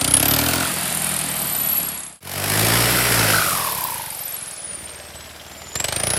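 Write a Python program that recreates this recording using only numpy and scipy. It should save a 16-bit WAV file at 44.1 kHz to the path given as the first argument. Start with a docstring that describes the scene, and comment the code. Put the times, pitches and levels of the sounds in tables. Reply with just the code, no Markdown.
"""A three-cylinder turbo diesel tractor is revved close by in an open workshop yard, in two parts.
Part one pulls hard at once, is shut off after 0.6 s and coasts into a fade-out. Part two fades in pulling,
shuts at 3.3 s, moans as the boost bleeds off, slows to idle and pulls again from 5.7 s.
Each firing knocks the block (shaped noise), spits air and thumps the open pipe (filtered clicks);
the turbine whistles (a gliding sine), lagging behind the throttle."""
import sys
import numpy as np
from scipy import signal
from scipy.io import wavfile
from scipy.ndimage import uniform_filter1d

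SR = 44100
rng = np.random.default_rng(int(sys.argv[2]) if len(sys.argv) > 2 else 0)


def unload_audio(sound):
    """Save the sound as a 16-bit wav file, at the path given as the first command line argument."""
    columns = np.transpose(np.atleast_2d(sound))
    # keep every value between -1 and 1, then stretch to whole-number steps
    steps = np.round(np.clip(columns, -1, 1) * 32767)
    wavfile.write(sys.argv[1], SR, steps.astype(np.int16))


N = 272538

# Engine speed, one table a part: (time [s], firing rate [1/s])
FIRING_RATE = [
    [(0.0, 29.75), (0.2, 34.32), (0.4, 39.99), (0.55, 42.85), (0.7, 43.86), (0.9, 42.81), (1.2, 40.57),
     (1.5, 37.29), (1.8, 35.05), (2.2, 31.88)],
    [(2.2, 43.85), (2.45, 49.83), (2.7, 56.57), (2.95, 62.19), (3.15, 56.4), (3.35, 52.57), (3.5, 47.4),
     (3.7, 37.78), (3.9, 28.34), (4.1, 22.66), (4.35, 23.02), (4.6, 19.03), (4.9, 18.78), (5.3, 19.36),
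     (5.7, 19.57), (5.8, 22.47), (6.0, 27.14), (6.18, 32.32)],
]
# Share of a firing cycle gone when each part opens: (part one [cycle], part two [cycle])
FIRST_TURN = [.26, .22]
# Throttle, one table a part:
# (time [s], fuel [0-1], hard-working tone in the pipe [0-1], hard-working tone in the block [0-1])
THROTTLE = [
    [(0, 0.96, 0.98, 0.8), (.4, 0.98, 1, 0.7), (.64, 0.55, 0.9, 0.36), (.74, 0.12, 0.03, 0.02),
     (2.2, 0.08, 0.06, 0.01)],
    [(2.2, 1, 0.95, 0.97), (2.8, 0.91, 1, 0.98), (3.0, 0.51, 1, 1), (3.2, 0.95, 1, 0.99),
     (3.33, 0.8, 0.92, 0.68), (3.4, 0.53, 0.4, 0.5), (3.6, 0.08, 0, 0.43), (3.9, 0.02, 0.1, 0.41),
     (4.2, 0.1, 0.2, 0.18), (4.5, 0.05, 0.1, 0.4), (4.8, 0.19, 0, 0.67), (5.735, 0.26, 0, 0.7),
     (5.75, 0.97, 0.95, 0.67), (6.18, 1, 0.97, 0.62)],
]
# Treble, one table a part: (time [s], air spit level [dB], treble level above the whistle [dB])
TREBLE = [
    [(0, -24, 0), (.3, -24.5, 6), (.62, -33.5, -6), (.76, -30, 0), (1.1, -27.5, -27), (1.75, -31.5, -37),
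     (2.2, -29.5, 0)],
    [(2.2, -25.5, 5), (2.6, -27, 2), (3.3, -39, 2.5), (3.5, -37, 4), (3.7, -30.5, 2), (3.95, -31, 5),
     (4.15, -36.5, -39), (4.35, -35, -17), (4.5, -39, -2), (4.68, -45, -18), (4.8, -57, -2),
     (4.95, -49, -3.5), (5.72, -65, -0.5), (5.75, -34.5, 0), (6.18, -29.5, -5.5)],
]
IDLE_S, SETTLE_S = 4.5, 0.28  # the idle takes hold in part two


def tractor(part, t):
    """One part of the engine: every layer is paced by the same firing count."""
    idle = np.clip((t - IDLE_S) / SETTLE_S, 0, 1) if part else 1
    rate, = curves(FIRING_RATE[part], t)
    spit_db, treble_db = curves(TREBLE[part], t)
    fuel, pipe_share, block_share = np.clip(curves(THROTTLE[part], t), 0, 1)
    idling = part * idle * np.clip(2 - 2 * fuel, 0, 1)
    blade_hz = turbine(part, t)
    pipe_db, knock_db, clatter_db, hiss_db = levels(part, fuel, rate, blade_hz)

    turns = FIRST_TURN[part] + np.cumsum(rate) / SR
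    fired = firing_count(part, turns, fuel, rate)
    firing_db = strengths(part, t, fired)
    other_db = rng.standard_normal(400)

    pipe = exhaust_pipe(part, turns, fired, rate, other_db, pipe_share, idle)
    rough = gain_of(knock_db) * block_knock(part, fired, firing_db, idling)
    rough = rough + gain_of(spit_db) * air_spit(part, fired, firing_db, fuel, blade_hz)
    rough = rough + idling * valve_tick(turns, other_db)
    rough = rough + gain_of(clatter_db) * gear_clatter(part, turns, fuel, block_share, idle)
    rough = rough + gain_of(hiss_db) * air_hiss(part, len(t))
    rough = through_tinware(rough, np.minimum(blade_hz + 350, 13000), treble_db)
    tones = whistle(part, blade_hz, fired, firing_db, fuel) + moan(part, t, turns, rate)
    return gain_of(pipe_db) * pipe + rough + tones


# Knock advance under full fuel: (part one [cycle per firing/s], part two [cycle per firing/s])
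ADVANCE = [0, .0135]
SLOW_FIRING = 22  # firings/s; no advance at this speed
COAST_LEAD = .1  # cycles earlier with the fuel cut
IDLE_LAG = .085  # cycles later with the fuel cut, per firing/s under SLOW_FIRING


def firing_count(part, turns, fuel, rate):
    """Combustion timing: advance grows with speed under fuel; slow coasting strokes come late."""
    advance = ADVANCE[part] * fuel * (rate - SLOW_FIRING)
    coast_lead = COAST_LEAD - IDLE_LAG * np.maximum(SLOW_FIRING - rate, 0)
    # a cylinder knocks almost half a cycle ahead of the count
    return turns + 0.4537 + advance + coast_lead * (1 - fuel)


# Firings under fuel, harder or softer than usual, one table a part: (time [s], strength [dB])
FIRING_STRENGTHS = [
    [(.017, -0.5), (.08, -2.5), (.112, -4), (.143, 1.5), (.173, -1), (.203, -2.5), (.23, 1), (.258, 1),
     (.286, -2.5), (.34, 2), (.366, -2), (.391, 2), (.442, -3), (.466, 1), (.489, 2), (.514, -1.5),
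     (.537, 4)],
    [(5.76, 1), (5.806, 0), (5.849, 4), (5.889, 1), (6.04, 1), (6.072, 1), (6.105, 2.5), (6.142, 0.5)],
]


def strengths(part, t, fired):
    """dB of each firing: by chance, or from the table of firing strengths."""
    s, db = np.transpose(FIRING_STRENGTHS[part])
    firing_db = 1.8 * rng.standard_normal(400)
    firing_db[np.floor(np.interp(s, t, fired)).astype(int)] = db
    return firing_db


# Exhaust pipe resonance, a pulling and a coasting table for each part: (frequency [Hz], level [dB])
PIPE = [
    [[(24, -69), (40, -20), (59, 5), (105, 9.5), (150, 9.5), (200, -2.5), (277, 11.5), (367, -7.5),
     (450, -15), (580, -14), (990, -120)], [(24, -75), (40, -45), (50, -10), (64, -5), (133, -7.5),
     (162, 1), (248, -10), (450, -35), (580, -30), (990, -120)]],
    [[(24, 11), (40, -38), (58, -4.5), (115, 4), (172, -4.5), (238, -9), (450, -9), (580, -41),
     (990, -120)], [(24, -9), (40, -3), (73, 4), (181, -6), (245, -13), (450, -35), (580, -32),
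     (990, -120)]],
]
# Thinner pipe tone as part two slows with the fuel cut: (frequency [Hz], level [dB])
SLOWING_PIPE = [(24, -39), (45, -8), (70, 2), (95, 0), (140, 3.5), (180, 3), (230, -12.5), (450, -23),
                (580, -40), (990, -120)]
PIPE_RUN_S = 0.00746  # a fuelled puff runs down the pipe
PIPE_ECHO_S, PIPE_ECHO = 0.0193, -0.52  # at idle each puff returns inverted from the open end


def exhaust_pipe(part, turns, fired, rate, other_db, share, idle):
    """Each firing's gas puff, a click over flow noise, excites the resonances of the open pipe."""
    per_puff = np.sqrt(40 / rate)
    pulling = evened(beats(fired - PIPE_RUN_S * rate, other_db)) * per_puff + 0.093 * noise(len(turns))
    if part:
        puffs = evened(beats(turns + .2 + .005 * rate, 2.5 * other_db)) * per_puff
        puffs = puffs + (.13 + .12 * idle) * noise(len(turns))
        puffs = puffs + PIPE_ECHO * idle * np.roll(puffs, round(PIPE_ECHO_S * SR))
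    else:
        puffs = evened(beats(turns + 0.719 - 0.01214 * rate, 1.1 * other_db)) * per_puff
        puffs = dispersed(puffs + 0.15 * noise(len(turns)), 91, 41)
    return blended(pulling, puffs, PIPE[part], SLOWING_PIPE, share, idle)


def dispersed(x, hz, width_hz):
    """All-pass: a long pipe lets the tones around hz arrive late, spreading each puff."""
    r = np.exp(-np.pi * width_hz / SR)
    poles = np.array([1, -2 * r * np.cos(2 * np.pi * hz / SR), r ** 2])
    return signal.lfilter(poles[::-1], poles, x)


# Knock spectrum, one table a part: (frequency [Hz], level [dB])
KNOCK = [
    [(300, -31.5), (600, 8.5), (1100, -5.5), (1900, -7), (2600, 0), (4200, -0.5), (6300, -5), (9000, -36)],
    [(300, -27), (600, 8.5), (1100, -4), (2000, -1.5), (3300, -2.5), (5400, -3), (7000, -11), (9000, -26)],
]
# Knock rise time: (part one [s], part two [s])
KNOCK_RISE_S = [0.0034, 0.0039]
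KNOCK_LAG, IDLE_KNOCK_LAG = [.04, 0], .19  # cycles the knock trails the spit: each part; more at idle


def block_knock(part, fired, firing_db, idling):
    """Combustion hits the block: a short noise burst with a weaker second hump."""
    knocks = beats(fired - KNOCK_LAG[part] - IDLE_KNOCK_LAG * idling, firing_db)
    envelope = burst(knocks, KNOCK_RISE_S[part], 0.0038, 0.0087, -16.5)
    return envelope * coloured(noise(len(fired)), KNOCK[part])


# Air noise spectrum, one table a part: (frequency [Hz], level [dB])
AIR = [
    [(6000, -8.5), (7300, 0.5), (8400, 2), (10800, 3.5), (12500, -1.5), (15800, -32)],
    [(6000, -7), (7000, -2), (9000, -0.5), (10800, 5.5), (12500, 4), (14000, -10), (15800, -13.5)],
]
JET_SHARE, JET_TOP_HZ = .76, 11800  # jet centre as a share of blade pitch, and its ceiling
JET_DRIFT_HZ = [1640, 1400]  # cutoff of the jet's random drift in each part


def air_spit(part, fired, firing_db, fuel, blade_hz):
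    """Air bursts: broad noise under fuel; coasting, a narrow jet that sinks with the turbine."""
    n = len(fuel)
    broad = coloured(noise(n), AIR[part])
    carrier = np.exp(2j * np.pi * np.cumsum(np.minimum(JET_SHARE * blade_hz, JET_TOP_HZ)) / SR)
    jet = (wander(n, JET_DRIFT_HZ[part]) + 1j * wander(n, JET_DRIFT_HZ[part])) * carrier
    air = np.sqrt(fuel) * broad + np.sqrt(1 - fuel) * jet.real
    return burst(beats(fired, firing_db), 0.0025, 0.0042, 0.0098, -23.5) * air


# Each pull on the throttle, one table a part:
# (open [s], shut [s], blade pitch at opening [Hz], climb [Hz/s])
REVS = [
    [(0, .595, 8760, 10950)],
    [(2.2, 3.35, 17000, 5235), (5.745, 6.2, 6960, 8700)],
]
# Blade pitch sinking once shut, one row a part: (target [Hz], lag [s])
COAST = [(9287, 1.25), (5787, .89)]


def turbine(part, t):
    """Blade pitch climbs steadily under throttle and sinks with a lag once it shuts."""
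    rest_hz, lag_s = COAST[part]
    hz = np.zeros(len(t))
    for opens, shuts, from_hz, climb in REVS[part]:
        risen_hz = from_hz + climb * (np.minimum(t, shuts) - opens)
        sinking = np.exp(-np.maximum(t - shuts, 0) / lag_s)
        hz = np.where(t >= opens, rest_hz + (risen_hz - rest_hz) * sinking, hz)
    return uniform_filter1d(hz, size=1500, mode="nearest")


# Whistle loudness by pitch, one table a part: (blade pitch [Hz], coasting [dB], pulling [dB])
INTAKE = [
    [(8780, -39, -27.5), (10500, -37, -15.5), (10420, -38, -16.5), (11800, -19, -31.5), (11570, -19.5, -19),
     (12670, -31.5, -21), (12700, -37, -25), (13500, -39, -27), (14400, -41, -28), (15300, -48, -32)],
    [(6970, -45, -25), (7540, -64, -27.5), (8000, -43.5, -32), (8200, -52, -32.5), (9500, -26.5, -29),
     (10230, -37, -26), (10900, -32, -25), (11900, -31, -21), (12700, -35, -30), (14100, -44, -40),
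     (15700, -37, -50)],
]
# Coasting whistle left between pulses: (part one [ratio], part two [ratio])
WHISTLE_FLOOR = [0.26, 0.064]
# Sharpness of the coasting pulses: (part one [exponent], part two [exponent])
WHISTLE_CHOP = [1, 2.2]
# Coasting pitch fall within a pulse, negative rises: (part one [Hz], part two [Hz])
WHISTLE_SAG_HZ = [90, -90]


def whistle(part, hz, fired, firing_db, fuel):
    """A blade tone kicked by each exhaust pulse; under fuel it jumps up in pitch, then sags."""
    n, since = len(hz), fired % 1
    coast_db, pull_db = curves(INTAKE[part], hz)
    db = coast_db * (1 - fuel) + pull_db * fuel + 0.49 * fuel * firing_db[fired.astype(int)]
    kicked = np.exp(-since / 0.5) * np.sin(np.pi / 2 * np.minimum(since / 0.013, 1)) ** 2
    coasting = np.sin(np.pi * ((since - .08) % 1)) ** WHISTLE_CHOP[part] + WHISTLE_FLOOR[part]
    swell = uniform_filter1d(evened(kicked) * fuel + evened(coasting) * (1 - fuel), size=60)
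    swell = swell * gain_of((5.0 + 4.5 * fuel) * np.tanh(wander(n, 118)))
    sag_hz = WHISTLE_SAG_HZ[part] * (1 - fuel) + 310 * fuel
    bent_hz = hz + sag_hz * uniform_filter1d(.5 - since, size=130)
    bent_hz = bent_hz + (25 + 60 * fuel) * wander(n, 350)
    return gain_of(db) * evened(swell) * np.sqrt(2) * np.sin(2 * np.pi * np.cumsum(bent_hz) / SR)


# Boost whirling in the intake: (time [s], pitch [Hz], level [dB])
MOAN = [(.25, 1363, -37), (.64, 1433, -29.5), (.72, 1252, -44), (2.5, 1530, -79), (2.85, 1456, -35.5),
        (3.32, 1476, -27.5), (3.345, 1432, -22), (3.44, 1343, -25), (3.6, 1057, -29), (3.9, 926, -31.5),
        (4.1, 832, -38), (4.25, 830, -54)]
MOAN_SHUT_S = 3.335  # the throttle shuts on the boost: gulps before, chirps after
# Place of the gulp in the firing cycle: (part one [cycle], part two [cycle])
GULP_PHASE = [.9, .24]
CHIRP_PHASE, CHIRP_LEAD_S = .78, .018  # place in the cycle at 38 firings/s; lead above that speed
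CHIRP_S, REBOUND_S, REBOUND_DB = .0025, .014, -2.5  # half length; rebound, at most half a cycle late


def moan(part, t, turns, rate):
    """A rough intake tone: one gulp a firing, then a short chirp and its weaker rebound."""
    hz, db = curves(MOAN, t)
    gulping = t < MOAN_SHUT_S
    gulp = evened((1 + np.cos(2 * np.pi * (turns - GULP_PHASE[part]))) ** 9)
    cycle = turns - CHIRP_PHASE + CHIRP_LEAD_S * (rate - 38)
    chirp = np.exp(-.5 * (((cycle + .5) % 1 - .5) / rate / CHIRP_S) ** 2)
    rebound = np.interp(t - np.minimum(REBOUND_S, .5 / rate), t, chirp)
    chop = np.where(gulping, gulp, evened(chirp + gain_of(REBOUND_DB) * rebound))
    bent_hz = hz * (1 + 0.1 * ~gulping * np.cos(2 * np.pi * (cycle - .12)))
    fuzz = wander(len(t), 60) + 1j * wander(len(t), 60) + 2.6
    tone = evened((fuzz * np.exp(2j * np.pi * np.cumsum(bent_hz) / SR)).real)
    return (t < MOAN[-1][0]) * gain_of(db) * chop * tone


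# Valve tick spectrum: (frequency [Hz], level [dB])
VALVE = [(300, -17), (590, 0), (700, -6), (1000, -20), (3200, 6), (5500, -11), (8000, -28)]
VALVE_PHASE, VALVE_DB = 0.51, -48  # place in the cycle; level at full idle


def valve_tick(turns, other_db):
    """A valve ticks between the idle knocks: short noise bursts."""
    ticks = beats(turns - VALVE_PHASE + 1, 3.0 * other_db[::-1])
    envelope = burst(ticks, .003, 0.0061, 0.0087, -13)
    return gain_of(VALVE_DB) * envelope * coloured(noise(len(turns)), VALVE)


# Block and tinware, a pulling and a coasting table for each part: (frequency [Hz], level [dB])
BLOCK = [
    [[(88, -15), (150, -18), (278, -5.5), (505, -9), (671, -9.5), (1020, -9.5), (1350, -11), (8000, -24.5),
     (10400, -42), (17600, -120)], [(88, -22), (150, -5), (538, -13), (665, -4), (796, -8), (4670, -12.5),
     (5870, -22), (7500, -22), (9750, -72), (16500, -120)]],
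    [[(88, -42), (150, -4), (705, -4), (983, -5), (1790, -3), (4250, -12), (5460, -6.5), (6440, -21.5),
     (8000, -13.5), (10400, -28), (17600, -120)], [(120, -39), (200, 9.5), (215, -19), (334, 0.5),
     (510, -4), (599, 6), (1140, -10.5), (6600, -13), (8580, -39), (14500, -120)]],
]
# Thinner block tone as part two slows with the fuel cut: (frequency [Hz], level [dB])
SLOWING_BLOCK = [(120, -40), (200, -29), (280, -35), (400, -19), (600, -2.5), (1140, -10), (4800, -9.5),
                 (6600, -16.5), (8580, -32), (14500, -120)]


def gear_clatter(part, turns, fuel, share, idle):
    """Gears and tappets rattle unevenly and breathe a little with the firings."""
    n = len(turns)
    breath_db = (-0.07 + 1.4 * fuel) * np.cos(2 * np.pi * (turns + 0.74))
    rattle = gain_of(1.17 * wander(n, 290) + breath_db)
    return evened(rattle) * blended(noise(n), noise(n), BLOCK[part], SLOWING_BLOCK, share, idle)


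def air_hiss(part, n):
    """Steady air noise with a random flutter in level."""
    return coloured(noise(n), AIR[part]) * gain_of(1.43 * wander(n, 160))


# Ringing of covers and pipes: (frequency [Hz], width [Hz], lift [dB])
TINWARE = [(660, 60, 0), (2330, 42, 2), (3170, 160, 1), (4260, 79, -0.5), (4800, 59, 2.5), (8580, 210, 4.5),
           (9240, 93, 7)]


def through_tinware(x, edge_hz, db):
    """Sheet metal lifts its own bands; the treble above a moving edge is raised or cut by db."""
    f, t, z = signal.stft(x, SR, nperseg=512, noverlap=384)
    at = np.minimum((t * SR).astype(int), len(x) - 1)
    lift_db = sum(lift / (1 + (2 * (f - hz) / width) ** 2) for hz, width, lift in TINWARE)
    over = np.clip((f[:, None] - edge_hz[at]) / 300, 0, 1)
    # the noise level wavers at random in narrow, slowly drifting patches
    patches = uniform_filter1d(rng.standard_normal(z.T.shape), size=30, axis=0)
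    patches = uniform_filter1d(patches, size=2, axis=1).T
    z = z * gain_of(over * db[at] + lift_db[:, None] + 1.47 * evened(patches))
    return signal.istft(z, SR, nperseg=512, noverlap=384)[1][:len(x)]


# Rows pipe, knock, clatter, air hiss: (coasting in part one [dB], coasting in part two [dB],
# added by full fuel [dB], by engine speed [dB/octave], by turbine speed [dB/octave])
LAYERS = [(-38, -38.5, 15, 12.5, -0.8), (-43.5, -47.5, 20.5, 0.5, -0.3), (-30.5, -31.5, 4, 8.5, 3.5),
          (-32.5, -35, -0.5, 3.5, 12)]
USUAL_FIRING, USUAL_BLADE_HZ = 40, 12000  # speeds (firings/s, Hz) at which the coasting levels hold


def levels(part, fuel, rate, blade_hz):
    """Each layer's dB follows fuel, engine speed and turbine speed."""
    engine, turbo = np.log2(rate / USUAL_FIRING), np.log2(blade_hz / USUAL_BLADE_HZ)
    return [row[part] + row[2] * fuel + row[3] * engine + row[4] * turbo for row in LAYERS]


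def blended(hard, easy, pair, slowing, share, idle):
    """Mixes the pulling tone with the coasting one, itself mixed from slowing and idle tones."""
    coasting = np.sqrt(idle) * coloured(easy, pair[1]) + np.sqrt(1 - idle) * coloured(easy, slowing)
    return np.sqrt(share) * coloured(hard, pair[0]) + np.sqrt(1 - share) * coasting


def beats(turns, strength_db):
    """One click per whole turn, sized by the strength of that firing."""
    whole = np.floor(turns).astype(int)
    return np.diff(whole, prepend=whole[0]) * gain_of(strength_db[whole])


def burst(clicks, rise_s, fall_s, echo_s, echo_db):
    """Envelope of a burst after each click, with a weaker second hump; rms 1."""
    t = np.arange(3000) / SR
    shape = (1 - np.exp(-(t / rise_s) ** 2)) * np.exp(-t / fall_s)
    shape = shape + gain_of(echo_db) * np.interp(t - echo_s, t, shape, left=0)
    return evened(signal.oaconvolve(clicks, shape)[:len(clicks)])


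def coloured(x, points):
    """Filters through a spectrum with causal (minimum) phase; rms 1."""
    f, db = np.transpose(points)
    bins_hz = np.fft.rfftfreq(16384, 1 / SR)
    half_db = np.interp(np.log(bins_hz + 1), np.log(f + 1), np.maximum(db, -70))
    log_gain = np.r_[half_db, half_db[-2:0:-1]] * np.log(10) / 20
    taps = np.fft.ifft(np.exp(np.conj(signal.hilbert(log_gain)))).real[:8192]
    return evened(signal.oaconvolve(x, taps)[:len(x)])


def noise(n):
    """White noise."""
    return rng.standard_normal(n)


def wander(n, hz):
    """Random drift: noise low-passed at hz, rms 1."""
    return evened(signal.sosfiltfilt(signal.butter(2, hz, fs=SR, output="sos"), noise(n)))


def curves(rows, t):
    """Columns of a table read at the points t of its first column."""
    s, *columns = np.transpose(rows)
    return [np.interp(t, s, c) for c in columns]


def gain_of(db):
    """Decibels to amplitude."""
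    return 10 ** (np.asarray(db) / 20)


def evened(x):
    """Scales to rms 1."""
    return x / np.sqrt(np.mean(x ** 2) + 1e-20)


JOIN_S, FADE_S = 2.203, .42  # each fade lasts FADE_S


def scene():
    """The first part fades out and the second fades in."""
    t = np.arange(N) / SR
    parts = [tractor(0, t[t < JOIN_S]), tractor(1, t[t >= JOIN_S])]
    fade = np.minimum(abs(t - JOIN_S) / FADE_S, 1)
    return (np.concatenate(parts) * fade)[None]


EDGE_HZ = 15830  # upper band limit


def record(dry):
    """The microphone drops the deepest bass; then the band limit."""
    thin = signal.sosfilt(signal.butter(3, 48, "high", fs=SR, output="sos"), dry)
    band = signal.firwin(2047, EDGE_HZ, window=("kaiser", 12), fs=SR)
    return signal.oaconvolve(thin, band[None], "same")


dry = scene()
out = record(dry)
unload_audio(out)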